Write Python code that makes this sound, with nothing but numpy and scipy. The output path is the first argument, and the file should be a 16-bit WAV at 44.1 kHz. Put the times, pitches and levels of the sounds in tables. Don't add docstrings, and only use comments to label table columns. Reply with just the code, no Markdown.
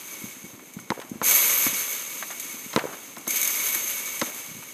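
import sys
import numpy as np
from scipy import signal
from scipy.fft import rfft, irfft, next_fast_len
from scipy.io import wavfile

SR = 44100
rng = np.random.default_rng(int(sys.argv[2]) if len(sys.argv) > 2 else 0)


def volts_from_db(level):
    exponent = np.asarray(level, float) / 20
    return 10 ** exponent


def dump(signal):
    limited = np.clip(np.atleast_2d(signal).T, -1, 1)
    pcm = np.round(limited * 32767).astype(np.int16)
    wavfile.write(sys.argv[1], SR, pcm)


N = 208725


def fence():
    # start in seconds, relative level in dB.
    wire_slaps = [(0.1979, -41), (0.736, -30), (0.7986, -33), (1.0959, -31.5), (1.3094, -10), (1.3593, -13),
                  (2.31, -25), (2.398, -19), (3.181, -28), (3.2766, -15), (3.306, -14), (3.3584, -12.5),
                  (3.37, -14.5), (3.4137, -11.5), (3.4292, -11), (3.446, -13), (3.4748, -12), (3.506, -15),
                  (3.551, -17), (3.685, -15.5), (3.7468, -12), (3.875, -18), (4.0565, -21), (4.1937, -18.5),
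                  (4.3454, -25), (4.3994, -32)]
    # frequency in Hz, bandwidth in Hz, relative level in dB.
    short_spans = [(2221.5, 25.4, 8), (2273, 34, 4), (2130, 114, -6.5), (3760, 580, -10.5), (6255, 39, 4),
                   (6200, 84, 0), (6398, 75, 7.5), (6640, 260, -7.5), (6400, 150, -19), (7250, 44, -17),
                   (8540, 46, -13), (12200, 110, 1), (12600, 160, -13.5), (12330, 230, -8),
                   (13050, 440, -5)]
    # frequency in Hz, bandwidth in Hz, relative level in dB.
    long_spans = [(11640, 560, -9), (11900, 78, 1.5), (12260, 500, -2.5), (12220, 140, -5)]
    # frequency in Hz, relative density in dB per Hz.
    heard_hiss_spectrum = [(3000, -58), (4500, -16.5), (5800, -13), (6300, -1.5), (9600, -7), (11000, -4.5),
                           (12300, -5.5), (13400, -38), (14000, -39), (14500, -21), (15300, -11)]
    # frequency in Hz, relative density in dB per Hz.
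    frame_spectrum = [(70, -62), (110, -34), (260, -13.5), (600, -4), (750, -19.5), (950, -6), (1200, -3.5),
                      (1560, -6.5), (2600, -2), (3900, -7.5), (5000, -15.5), (7000, -27)]

    rattle_db = shaking_db()
    level_db = rattle_db + 1.01 * drift(11.2) + 0.097 * drift(170.0)
    slap_s, slap_db = np.transpose(wire_slaps)
    slap_t60 = np.full(len(slap_s), 0.058)

    contacts_per_s = 9000.
    sizes = volts_from_db(2.66 * np.minimum(rng.exponential(1, N), 5)) * rng.choice([-1, 1], N)
    contacts = rms_one(sizes * (rng.random(N) < contacts_per_s / SR))

    long_db = 6.5 + .5 * (rattle_db + 20) + 1.6 * drift(11.)
    ringing = wires(contacts, short_spans) + volts_from_db(long_db) * wires(contacts, long_spans)
    high = ringing + volts_from_db(-0.5) * colour(contacts, heard_hiss_spectrum)
    slap_swell = bursts(slap_s, slap_db - 11., slap_t60, rise_s=.0005)
    shaking = np.hypot(volts_from_db(level_db - 3.), slap_swell)

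    frame_lag_s = 0.016
    swing = volts_from_db(level_db - 8.5 - 0.08 * (rattle_db + 22))
    keep = np.exp(-1 / (frame_lag_s * SR))
    frame_swing = signal.lfilter([1 - keep], [1, -keep], swing, zi=[keep * swing[0]])[0]
    frame = colour(contacts, frame_spectrum) * frame_swing

    tick_swell = bursts(slap_s, slap_db - 9., .3 * slap_t60, rise_s=.0004)
    ticks = tick_swell * colour(rng.standard_normal(N), heard_hiss_spectrum)
    return high * shaking + ticks + frame


def shaking_db():
    # start in seconds, relative level in dB, build-up time in seconds, held time in seconds,
    # decay in dB per second.
    fence_jolts = [(-.5, -41, .03, 0.74, 41), (.9, -52, 0.0083, 0.042, 26), (1.222, -21, 0.029, 0.16, 21.5),
                   (2.39, -42, 0.0063, 0.24, 20), (2.76, -61, .01, 0.083, 6), (3.27, -29, 0.02, .5, 18.5),
                   (4.19, -43.5, 0.0071, 0.07, 14)]
    restless_db = -50.5
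    sway_db, sway_dying_db_per_s = -17.5, 5

    power = np.full(N, volts_from_db(2 * restless_db))
    for s, db, build_s, held_s, dying in fence_jolts:
        t = np.maximum(np.arange(N) / SR - s, 0)
        rattle = -dying * np.maximum(t - held_s, 0)
        sway = sway_db - sway_dying_db_per_s * t
        build_up = (1 - np.exp(-t / build_s)) ** 2
        power += build_up * volts_from_db(2 * db) * (volts_from_db(2 * rattle) + volts_from_db(2 * sway))
    return 10 * np.log10(power)


def wires(contacts, modes):
    out = 0
    for hz, width_hz, db in modes:
        own = np.roll(contacts, rng.integers(N))
        t60 = np.log(1000) / np.pi / width_hz
        out = out + volts_from_db(db) * np.sqrt(width_hz / 1000) * rms_one(ring(own, hz, t60))
    return out


def ball():
    # start in seconds, squash time in seconds, relative slap level in dB,
    # boom against slap in dB, crack against slap in dB.
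    strikes = [(.9036, 0.00035, -20.5, 3, 3), (1.2155, 0.00036, -18, -10, -15),
               (2.7323, 0.0062, -28.5, -8, 2.5), (2.7622, 0.00004, -12.5, -3, 2),
               (3.1659, 0.00403, -32.5, -7, -1), (3.2683, 0.0041, -29, 0.5, -4),
               (4.2151, 0.0033, -19, -1, 3)]
    # frequency in Hz, relative level in dB,
    # 60 dB decay time in seconds.
    boom_modes = [(240, -3, .06), (325, -2, .06), (520, 0, .025)]
    slap_modes = [(650, -3, .02), (1050, 0, .025), (1300, -3, .025)]
    crack_modes = [(2050, 1, .008), (3000, -5, .004), (3900, -1, .008), (5200, -4, .004), (7500, -8, .003)]

    at, squash, slap_db, boom_db, crack_db = np.transpose(strikes)
    out = walls()
    stages = ((boom_modes, boom_db, 2 * squash), (slap_modes, 0, squash), (crack_modes, crack_db, 0))
    for modes, share_db, late in stages:
        for hz, mode_db, t60 in modes:
            out -= ring(clicks(at + late, slap_db + share_db + mode_db), hz, t60)

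    puff = bursts(at, slap_db + crack_db - 7., .01 + 8 * squash, rise_s=.0003)
    out += puff * rms_one(band(rng.standard_normal(N), 900., 6000.))

    flap = bursts(at + squash, slap_db - 9.5, np.full(len(at), 0.09), rise_s=0.0017)
    out += flap * rms_one(band(rng.standard_normal(N), 380.0, 1840.0))

    tail = bursts(at, slap_db - 16, np.full(len(at), 0.64), rise_s=0.07)
    out += tail * rms_one(band(rng.standard_normal(N), 150., 1300.)) * volts_from_db(2.5 * drift(50.))

    return signal.sosfilt(signal.butter(2, 135, "high", fs=SR, output="sos"), out)


def walls():
    # strike in seconds, near-wall delay in seconds,
    # far-wall delay in seconds, relative level in dB, upper knock against lower in dB.
    reflections = [(.9036, .0158, .073, -20, 4), (1.2153, .012, .054, -30, 3),
                   (2.7622, .0135, .0775, -12, -5), (4.2152, .013, .072, -31, 1)]
    # frequency in Hz, 60 dB decay time in seconds.
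    wall_knocks = [(480, .016), (930, 0.019)]
    far_loss_db, far_dull_db = -7, -17

    rows = []
    for s, near_s, far_s, db, upper_db in reflections:
        for (hz, t60), near_db, far_db in zip(wall_knocks, (0, upper_db), (0, far_dull_db)):
            rows += [(s + near_s, db + near_db, hz, t60)]
            rows += [(s + far_s + late, db + far_loss_db + far_db, hz, t60) for late in (0, near_s)]
    return knocks(rows, rise_s=0.00022)


def feet():
    # start in seconds, relative level in dB, frequency in Hz.
    heels = [(0.218, -29, 305), (0.239, -20.5, 219), (0.366, -35, 263), (0.44, -26, 200),
             (0.534, -33.5, 123), (0.766, -20, 201), (0.824, -34, 206), (1.1147, -17, 238),
             (1.1552, -21.5, 235), (1.665, -15, 260), (1.728, -25, 263), (2.451, -38, 256),
             (2.542, -32, 253), (2.661, -27, 233), (3.33, -34, 245), (3.757, -27.5, 334), (4.487, -36, 156),
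             (4.513, -30.5, 176), (4.548, -32.5, 146), (4.566, -31, 215), (4.585, -37, 156)]
    # start in seconds, relative level in dB,
    # relative treble level in dB, 60 dB decay time of the lower band in seconds.
    soles = [(0.592, -36, -15, 0.046), (0.788, -28, -8, 0.035), (0.945, -38, -12, 0.052),
             (0.999, -29.5, 11, 0.045), (1.015, -29, 4, 0.092), (1.666, -15.5, 6, 0.03),
             (1.88, -30, -3, 0.036), (2.224, -16.5, -11, 0.049), (2.304, -25, -23, 0.12),
             (2.785, -17, -1, 0.049), (2.792, -16.5, -3, 0.041), (2.868, -36, -11, 0.047),
             (2.927, -32, 2, 0.18), (3.494, -27, -5, 0.049), (3.545, -27, 16, 0.053),
             (3.742, -29, -16, 0.21), (4.625, -33, -17, 0.068)]

    at, db, treble_db, t60 = np.transpose(soles)
    thump_t60 = 0.028
    out = knocks([row + (thump_t60,) for row in heels], rise_s=0.0031)

    heel_s, heel_db, _ = np.transpose(heels)
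    grind = bursts(heel_s, heel_db - 19.5, np.full(len(heel_s), 0.19), rise_s=.008)
    out += grind * rms_one(band(rng.standard_normal(N), 110., 340.))

    tap = bursts(at, db - 7., t60, rise_s=.0006)
    out += tap * rms_one(band(rng.standard_normal(N), 700., 2200.))
    grit = bursts(at, db + treble_db - 16.5, 0.48 * t60, rise_s=0.0006)
    out += grit * rms_one(band(rng.standard_normal(N), 1800.0, 8700.0))
    return out


def street():
    # frequency in Hz, relative density in dB per Hz.
    background_spectrum = [(18, -62), (30, -27), (252, 4), (730, -9), (996, -6), (1550, -16.5),
                           (2210, -11.5), (4700, -32.5), (6000, -51), (7800, -38), (13200, -120)]
    return volts_from_db(-51.5 + 1.74 * drift(42.0)) * colour(rng.standard_normal(N), background_spectrum)


def knocks(rows, rise_s):
    out = np.zeros(N)
    for s, db, hz, t60 in rows:
        at = int(s * SR)
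        t = np.arange(min(N - at, SR // 5)) / SR
        swell = (1 - np.exp(-t / rise_s)) * volts_from_db(db + 4.5 - 60 * t / t60)
        out[at:at + len(t)] -= swell * np.sin(2 * np.pi * hz * t)
    return out


def ring(x, hz, t60):
    r, w = volts_from_db(-60 / (t60 * SR)), 2 * np.pi * hz / SR
    return signal.lfilter([0, np.sin(w)], [1, -2 * r * np.cos(w), r * r], x)


def clicks(times, db):
    out = np.full(N, 1e-18)
    out[(np.asarray(times) * SR).astype(int)] = volts_from_db(db)
    return out


def bursts(times, db, t60, rise_s):
    out = np.zeros(N)
    for s, level_db, decay in zip(times, db, t60):
        at = int(s * SR)
        t = np.arange(min(N - at, SR // 2)) / SR
        out[at:at + len(t)] += volts_from_db(level_db - 60 * t / max(decay, .005)) * (1 - np.exp(-t / rise_s))
    return out


def colour(x, spectrum):
    size = next_fast_len(N)
    hz, db = np.transpose(spectrum)
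    grid = np.log(np.arange(size // 2 + 1) * SR / size + 1)
    gain = volts_from_db(np.interp(grid, np.log(hz), db))
    return rms_one(irfft(rfft(x, size) * gain, size)[:N])


def band(x, low_hz, high_hz):
    return signal.sosfilt(signal.butter(2, [low_hz, high_hz], "band", fs=SR, output="sos"), x)


def drift(rate):
    r = np.exp(-2 * np.pi * rate / SR)
    return rms_one(signal.lfilter([1], [1, -2 * r, r * r], rng.standard_normal(N + SR))[SR:])


def rms_one(x):
    return x / np.sqrt(np.mean(x ** 2) + 1e-20)


def scene():
    return (fence() + ball() + feet() + street())[None]


def top_cut(x):
    return signal.sosfilt(signal.butter(12, 15810, fs=SR, output="sos"), x)


def record(dry):
    heard = signal.sosfilt(signal.butter(3, 80., "high", fs=SR, output="sos"), dry)
    heard = signal.sosfilt(signal.ellip(10, .5, 60, 15280, fs=SR, output="sos"), heard)
    return top_cut(heard)


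dry = scene()
out = record(dry)
dump(out)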